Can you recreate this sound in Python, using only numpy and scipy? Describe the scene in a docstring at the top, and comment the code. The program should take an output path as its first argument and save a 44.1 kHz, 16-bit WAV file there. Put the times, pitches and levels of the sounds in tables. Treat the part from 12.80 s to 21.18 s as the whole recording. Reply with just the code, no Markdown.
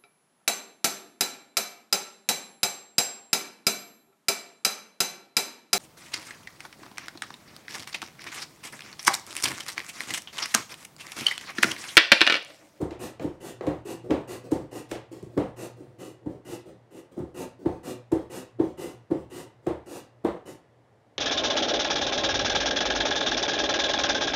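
"""First a raw potato knocks on the hollow deck of a plastic mandoline; then it is sliced, stroke by stroke.
Each cut is a wet hiss of random clicks, for bursting cells, over the rumble of the ringing deck. Then the
potato is drawn back and set down: a thud, a boom, a clack and a smack, at times a plastic snap. The mandoline
stands on its catch box on a counter. Fading noise makes the hard-walled kitchen's answer, under which lie
steady room air and a faint, wavering hum of an appliance."""
import sys
import numpy as np
from scipy import signal
from scipy.io import wavfile
from scipy.ndimage import uniform_filter1d

SR = 44100
rng = np.random.default_rng(int(sys.argv[2]) if len(sys.argv) > 2 else 0)


def to_wav(s):
    """Save 16-bit WAV."""
    ch = np.atleast_2d(s).T  # columns
    pcm = np.round(np.clip(ch, -1, 1) * 32767)  # PCM
    wavfile.write(sys.argv[1], SR, pcm.astype(np.int16))


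N = 369558  # length of the scene in samples

# cuts through the blade, with levels at the hardest push:
# (time [s], length [s], hiss [dB], deck rumble [dB], place of the hardest push [0-1])
CUTS = [(0.19, 0.13, -42, -35, 0.4), (0.601, 0.15, -45, -38.5, 0.53), (1.048, .124, -43, -36, 0.51),
        (1.473, 0.13, -42.7, -37, 0.39), (1.909, .126, -45, -37, 0.56), (2.761, 0.14, -44.5, -38, 0.52),
        (3.182, 0.16, -49.5, -41, 0.31), (3.647, .14, -45.5, -38.5, 0.68), (4.105, 0.12, -55, -45, 0.75),
        (4.542, 0.13, -43.5, -35.5, 0.61), (5.03, .13, -43, -34.5, 0.51), (5.496, 0.15, -43, -37, 0.47),
        (5.972, 0.18, -44.5, -36.5, 0.28), (6.498, 0.16, -45.5, -39.5, .58),
        (7.058, 0.17, -45.5, -40, 0.62), (7.653, 0.12, -49.5, -41, 0.24)]
# the cut face slides over the wet deck, with levels at mid-slide:
# (time [s], length [s], hiss [dB], deck rumble [dB], swell from start to end [dB])
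SLIDES = [(.4, 0.035, -54, -33, 11), (0.815, 0.083, -64, -42, 1), (1.237, 0.07, -68.5, -43, -20),
          (1.635, 0.042, -58, -42, -2), (2.085, 0.037, -53, -49, 14), (2.311, 0.14, -63.5, -52, -21),
          (2.447, 0.12, -71, -53.5, 10), (2.961, 0.2, -72.5, -53.5, -16), (3.413, .12, -75, -47, 17),
          (3.855, 0.0496, -62.5, -43.5, -1), (4.314, 0.059, -69, -54.5, -21), (4.365, 0.023, -61, -30, 9),
          (4.787, 0.058, -67.5, -45, 4), (6.822, 0.056, -71, -53.5, 13)]
# the potato lands on the deck: (time [s], skid before it [s], time until its weight bears [s],
# thud [dB], thud pitch [Hz], boom [dB], clack [dB], wet smack [dB])
LANDINGS = [(.011, 0.011, 0.016, -26, 309, -30.5, -33, -53), (0.108, 0, .012, -39.5, 346, -49, -42, -65),
            (.396, 0.0003, 0.0037, -49, 326, -44, -35, -71),
            (0.442, 0.00023, 0.0089, -25, 305, -35, -41, -60),
            (.808, 0.00034, 0.0053, -38, 389, -46, -33.5, -70),
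            (.866, 0.00066, .014, -22, 306, -31, -28.5, -55), (1.053, 0, 0.0046, -39, 398, -64, -57, -69),
            (1.306, 0.011, 0.0093, -18.5, 302, -32, -24.5, -54),
            (1.715, 0.0084, 0.011, -18.5, 310, -34, -31, -46),
            (2.112, 0.0026, 0.01017, -33, 325, -52, -32.5, -46),
            (2.327, 0.00098, 0.0043, -43.5, 330, -61, -53, -62),
            (2.426, 0.00023, 0.0065, -43, 382, -40.5, -51, -61.5),
            (2.576, .01, .007, -21, 306, -29.5, -26, -54), (3.005, 0, 0.0037, -41, 312, -54, -63, -73),
            (3.459, 0, 0.0098, -28.5, 294, -35.5, -46, -74),
            (4.388, 0.0018, 0.014, -30.5, 318, -35, -43.5, -64),
            (4.856, 0.008, .01, -20, 328.5, -29.5, -31, -62.5),
            (5.317, 0.0036, 0.013, -18.5, 331, -30.5, -30.5, -50),
            (5.793, .007, 0.012, -17, 328, -35, -32, -70),
            (6.309, .011, 0.012, -19.5, 324.7, -34, -34, -64),
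            (6.867, 0.0051, 0.007, -26.5, 361, -34.5, -28, -54.5),
            (7.447, 0.008, 0.0073, -23, 338, -41, -24, -54)]
# the plastic frame snaps against its box under a landing: (time [s], level [dB])
CRACK_TIMES = [(.108, -49), (.3962, -49.5), (0.8091, -53), (0.8674, -47), (1.307, -39.5), (1.718, -68),
               (2.1134, -40), (2.5762, -46.5), (6.866, -50)]

# what the deck rings with: (pitch [Hz], level [dB], time to fade by 60 dB [s])
DECK_MODES = [(275, -17, 0.19), (317.2, 2.5, 0.25), (366.1, 4.5, 0.15), (428.5, -3.5, 0.23),
              (499.5, -5.5, 0.25), (538.3, -5.5, 0.22), (584, -36, .25), (750, -9, 0.23), (773, -19, 0.11),
              (893.3, -10.5, 0.33)]
# what the catch box and the counter under it boom with: (pitch [Hz], level [dB], time to fade by 60 dB [s])
BOX_MODES = [(40, -25.5, 1), (73.5, -9, 0.36), (113.7, -1, 0.13), (149.8, 1, 0.12), (199, 6, 0.046)]
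# the steel blade's resonances: (pitch [Hz], width [Hz], level [dB])
BLADE_MODES = [(2013, 87, 1), (2910, 245, 8.5)]

# colour of the bursting cells: (frequency [Hz], level [dB])
HISS_COLOUR = [(300, -39), (700, 14.5), (1200, 5), (1700, -1.5), (2350, 0), (3300, 3), (5000, -0.5),
               (7000, 1), (9300, 0.5), (10300, -4), (12000, -6), (14000, -5), (15800, -19)]
# colour of the crackling juice: (frequency [Hz], level [dB])
WET_COLOUR = [(300, -14), (1000, 5.5), (2000, 4), (4000, 1), (6500, -1), (9000, 1), (10500, -9),
              (15800, -7.5)]
# colour of the shaken deck: (frequency [Hz], level [dB])
RUMBLE_COLOUR = [(30, -32), (70, -15.5), (130, -4.5), (230, -4), (300, 4.5), (380, -0.5), (560, -3),
                 (750, -22), (1200, -23.5), (3000, -57)]
# colour of the clack on landing: (frequency [Hz], level [dB])
CLACK_COLOUR = [(30, -19), (70, 2.5), (200, 2.5), (450, 15), (800, 5.5), (1100, 0), (1500, -9.5),
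                (2000, -10), (2400, -18), (2800, -18.5), (4000, -20.5), (8000, -55)]
# colour of the wet smack on landing: (frequency [Hz], level [dB])
SMACK_COLOUR = [(500, -1), (1500, -1.5), (3000, -1.5), (5000, 0), (8500, 5), (10500, -1.5), (14000, -4),
                (15800, -16)]
# colour of the plastic snap: (frequency [Hz], level [dB])
CRACK_COLOUR = [(500, -8), (1100, -4), (1900, 1.5), (2400, 0.5), (2800, -1), (3700, -5), (5000, -10),
                (7500, -13), (10000, -42), (15800, -38)]

# how long the kitchen rings: (frequency [Hz], time to fade by 60 dB [s])
KITCHEN_FADE = [(80, 0.44), (300, 0.22), (1000, 0.38), (3000, 0.37), (7000, 0.24), (14000, 0.16)]
# first echoes of the landings from counter, wall and cupboards: (delay [s], gain [factor])
ECHOES_BACK = [(.0062, 0.087), (0.0373, 0.29), (0.043, 0.079)]
# colour of the room air: (frequency [Hz], level [dB])
AIR_COLOUR = [(20, -28), (45, -22), (75, -3), (120, 1.5), (200, -5.5), (450, -2), (750, -4.5),
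              (1400, -15.5), (2000, -15.5), (2400, -22), (4500, -28.5), (8500, -35.5), (11000, -40),
              (15800, -50)]
# level of the hum over time: (time [s], level [dB])
HUM_LEVEL = [(0, -54.5), (3.7, -53.5), (4.3, -71), (4.8, -59), (6.8, -55.5), (7.4, -61), (7.9, -69.5),
             (8.38, -62)]

AIR_DB, HUM_HZ = -62, 119.2
EDGE_HZ = 15800  # top of the band
ECHO_TOP_HZ = 3500  # the echoes lose their treble
# the push arches over each cut: how far under its top it starts and ends, and the rumble's share of that arch
ENTRY_DB, EXIT_DB, RUMBLE_SHARE = -13, -21.5, 0.76
BLADE_DETUNE = 0.035  # largest share by which the potato's load shifts the blade's pitches
# a skid swells into its landing: its hiss against the smack, its rumble against the clack, its swell
SKID_HISS_DB, SKID_RUMBLE_DB, SKID_SWELL_DB = -0.5, 5, 9
# after a landing the potato drags on and slows: length, hiss and rumble against the thud, swell
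DRAG_S, DRAG_HISS_DB, DRAG_RUMBLE_DB, DRAG_SWELL_DB = 0.121, -44.5, -23.5, -8.5


def cut(length_s, hiss_db, rumble_db, crest, blade_db=-11.0, bite_db=-5, bite_s=0.024, uneven_db=0.23):
    """The push swells and eases; cells burst in clumps, and the blade rings most as it first bites in."""
    t, progress, grip = contact(length_s)
    rise_db = ENTRY_DB * (1 - progress / crest) ** 2
    fall_db = EXIT_DB * ((progress - crest) / (1 - crest)) ** 2
    push_db = np.where(progress < crest, rise_db, fall_db)
    hiss = grip * amp(hiss_db + push_db)
    shake = grip * amp(rumble_db + RUMBLE_SHARE * push_db)

    clumps = unit(uniform_filter1d(rng.standard_normal(len(t)), size=260))
    cells = grains(len(t), per_s=8000, spread_db=0.5) * amp(uneven_db * clumps)
    crunch = unit(colour(cells, HISS_COLOUR))

    load = 1 + BLADE_DETUNE * rng.uniform(-0.58, 1)
    steel = np.zeros(len(t))
    for hz, width, db in BLADE_MODES:
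        steel += amp(db) * np.exp(-np.pi * width * t) * np.sin(2 * np.pi * hz * load * t)
    bite = amp(blade_db) + amp(bite_db) * np.exp(-t / bite_s)
    blade = bite * unit(ring(cells, steel))

    slicing = nearby(hiss * (crunch + blade), strength=0.064, spread_s=0.0018)
    return kitchen(slicing + shake * rumble(t), wet_db=-7.0)


def slide(length_s, hiss_db, rumble_db, swell_db):
    """The cut face drags over a crackling film of juice, gathering or losing speed."""
    t, progress, grip = contact(length_s)
    drag = grip * amp(swell_db * (progress - 0.5))
    pops = grains(len(t), per_s=2500, spread_db=2.5)
    film = nearby(unit(colour(pops, WET_COLOUR)), strength=0.55)
    return kitchen(drag * (amp(hiss_db) * film + amp(rumble_db) * rumble(t)), wet_db=-0.5)


def rumble(t, ring_db=-5):
    """Small slips of the potato shake the deck and make it ring."""
    slips = grains(len(t), per_s=740, spread_db=2)
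    shaking = unit(colour(slips, RUMBLE_COLOUR))
    ringing = unit(ring(slips, modes(DECK_MODES, t)))
    return unit(shaking + amp(ring_db) * ringing)


def contact(length_s, edge_s=0.015, start_s=0.0038, size=26000):
    """Time, progress 0-1 and grip 0-1 through one stroke and the silence after it."""
    t = np.arange(size) / SR
    touching = uniform_filter1d(1.0 * (t < length_s), max(int(edge_s * SR), 1))
    grip = touching * (1 - np.exp(-t / start_s))
    return t, np.minimum(t / length_s, 1), grip


def knock(settle_s, thud_db, hz, boom_db, clack_db, smack_db, deck_ring_db=-7, size=26000):
    """Juice smacks and plastic clacks on touch; under the weight the deck flexes and rings, and its box booms."""
    t = np.arange(size) / SR
    loaded = np.maximum(t - max(settle_s - 0.007, 0), 0)  # time since the weight began to bear
    swell = loaded / 0.005  # the soft potato brings its weight down gradually
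    flex = swell ** 2 * np.exp(-1.5 * swell) * np.sin(2 * np.pi * hz * loaded)
    thud = amp(thud_db) * blow(flex)
    deck = amp(thud_db + deck_ring_db) * blow(modes(DECK_MODES, loaded))
    boom = amp(boom_db) * blow(modes(BOX_MODES, loaded) * (1 - np.exp(-loaded / 0.00094)))

    touch = t / max(settle_s, 0.002)  # a slow landing spreads the contact out, a quick one snaps
    clack = amp(clack_db) * burst(touch * np.exp(-touch / 0.43), CLACK_COLOUR, wet_db=1.5)
    smack = amp(smack_db) * burst(touch ** 2 * np.exp(-touch / 0.13), SMACK_COLOUR, wet_db=2.0)
    return kitchen(thud + deck + boom, wet_db=-12) + clack + smack


def crack(db, size=26000):
    """A dry snap of plastic on plastic: noise that dies away within milliseconds, plus the room."""
    t = np.arange(size) / SR
    return amp(db) * burst(np.exp(-t / 0.0039), CRACK_COLOUR, wet_db=-2.0)


def burst(envelope, spectrum, wet_db):
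    """A short flurry of contacts, made of noise, and its wash in the room."""
    direct = nearby(envelope * rng.standard_normal(len(envelope)), strength=0.073, spread_s=0.0023)
    direct /= np.linalg.norm(direct)
    return blow(colour(direct + amp(wet_db) * tail(), spectrum))


def modes(table, t):
    """A body's answer to one tap: fading sine tones, every other one turned upside down."""
    total = np.zeros(len(t))
    for k, (hz, db, fade_s) in enumerate(table):
        total += (-1) ** k * amp(db - 60 * t / fade_s) * np.sin(2 * np.pi * hz * t)
    return total


def nearby(x, strength=0.25, spread_s=0.0079, count=6):
    """The moving hand and the box walls reflect a sound at once, colouring each stroke differently."""
    taps = np.zeros(int(spread_s * SR) + 6)
    taps[0] = 1
    for place, sign in rng.uniform(-1, 1, (count, 2)):
        taps[4 + int(abs(place) * spread_s * SR)] += strength * np.sign(sign)
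    return ring(x, taps / np.linalg.norm(taps))


def kitchen(x, wet_db):
    """Adds the room's answer to a sound, keeping its power about the same."""
    return (x + amp(wet_db) * ring(x, tail())) / np.hypot(1, amp(wet_db))


def tail(build_s=0.012, size=26000):
    """The kitchen's diffuse answer to a click: fresh noise, each band dying at its own speed."""
    hz, t, bands = signal.stft(rng.standard_normal(size), SR, nperseg=256)
    fade = amp(-60 * t / read(KITCHEN_FADE, hz)[:, None])
    wash = signal.istft(bands * fade, SR, nperseg=256)[1][:size]
    wash *= 1 - np.exp(-np.arange(size) / SR / build_s)
    return wash / np.linalg.norm(wash)


def background(waver=0.99):
    """Steady room air, as coloured noise, and an appliance's hum, as a sine of wavering strength."""
    t = np.arange(N) / SR
    air = amp(AIR_DB) * unit(colour(rng.standard_normal(N), AIR_COLOUR))
    slow = signal.butter(2, 7, fs=SR, output="sos")
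    drift = unit(signal.sosfilt(slow, rng.standard_normal(N)))
    hum = (1 + waver * drift) * np.sin(2 * np.pi * HUM_HZ * t)
    return air + amp(np.interp(t, *np.transpose(HUM_LEVEL))) * unit(hum)


def grains(size, per_s, spread_db):
    """Random clicks, most of them small and a few large."""
    height = amp(spread_db * np.minimum(rng.exponential(1, size), 4))
    return height * rng.choice([-1, 1], size) * (rng.random(size) < per_s / SR)


def colour(x, points, size=4096):
    """Filters a sound to a given spectrum, with no sound ahead of its cause (minimum phase)."""
    log_gain = np.log(amp(read(points, abs(np.fft.fftfreq(size, 1 / SR)))))
    response = np.fft.ifft(np.exp(np.conj(signal.hilbert(log_gain)))).real
    return ring(x, response[:size // 2])


def ring(x, response):
    """Lets every sample set off the response (convolution), keeping the length."""
    return signal.fftconvolve(x, response)[:len(x)]


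def read(points, hz):
    """Joins a table by straight lines on a log-frequency axis."""
    f, value = np.transpose(points)
    return np.interp(np.log(hz + 1), np.log(f + 1), value)


def amp(db):
    """Turns decibels into gain."""
    return 10 ** (np.asarray(db) / 20)


def unit(x):
    """Scales to an rms (average strength) of 1."""
    return x / np.sqrt(np.mean(x ** 2) + 1e-20)


def blow(x):
    """Scales a short sound to the energy of 1024 samples at rms 1."""
    return x * np.sqrt(1024 / np.sum(x ** 2))


def add(mix, s, sound):
    """Mixes a sound in at time s, in seconds."""
    part = mix[max(round(s * SR), 0):][:len(sound)]
    part += sound[:len(part)]


def scene():
    """Cuts, slides and knocks over the quiet of the kitchen."""
    mix, knocks = background(), np.zeros(N)
    for s, *stroke in CUTS:
        add(mix, s, cut(*stroke))
    for s, *stroke in SLIDES:
        add(mix, s, slide(*stroke))
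    for s, skid_s, settle_s, thud_db, hz, boom_db, clack_db, smack_db in LANDINGS:
        add(knocks, s, knock(settle_s, thud_db, hz, boom_db, clack_db, smack_db))
        add(mix, s, slide(DRAG_S, thud_db + DRAG_HISS_DB, thud_db + DRAG_RUMBLE_DB, DRAG_SWELL_DB))
        if skid_s > 0:
            skid = slide(skid_s, smack_db + SKID_HISS_DB, clack_db + SKID_RUMBLE_DB, SKID_SWELL_DB)
            add(mix, s - skid_s, skid)
    for s, db in CRACK_TIMES:
        add(mix, s, crack(db))
    dulled = signal.sosfilt(signal.butter(1, ECHO_TOP_HZ, fs=SR, output="sos"), knocks)
    for delay_s, gain in ECHOES_BACK:
        add(mix, delay_s, gain * dulled)
    return (mix + knocks)[None]


def record(dry, low_hz=33):
    """A small microphone loses the deepest bass; then a steep filter ends the band at the top."""
    thin = signal.sosfilt(signal.butter(4, low_hz, "high", fs=SR, output="sos"), dry)
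    band = signal.firwin(511, EDGE_HZ, window=("kaiser", 9), fs=SR)
    return signal.oaconvolve(thin, band[None], "same")


dry = scene()
out = record(dry)
to_wav(out)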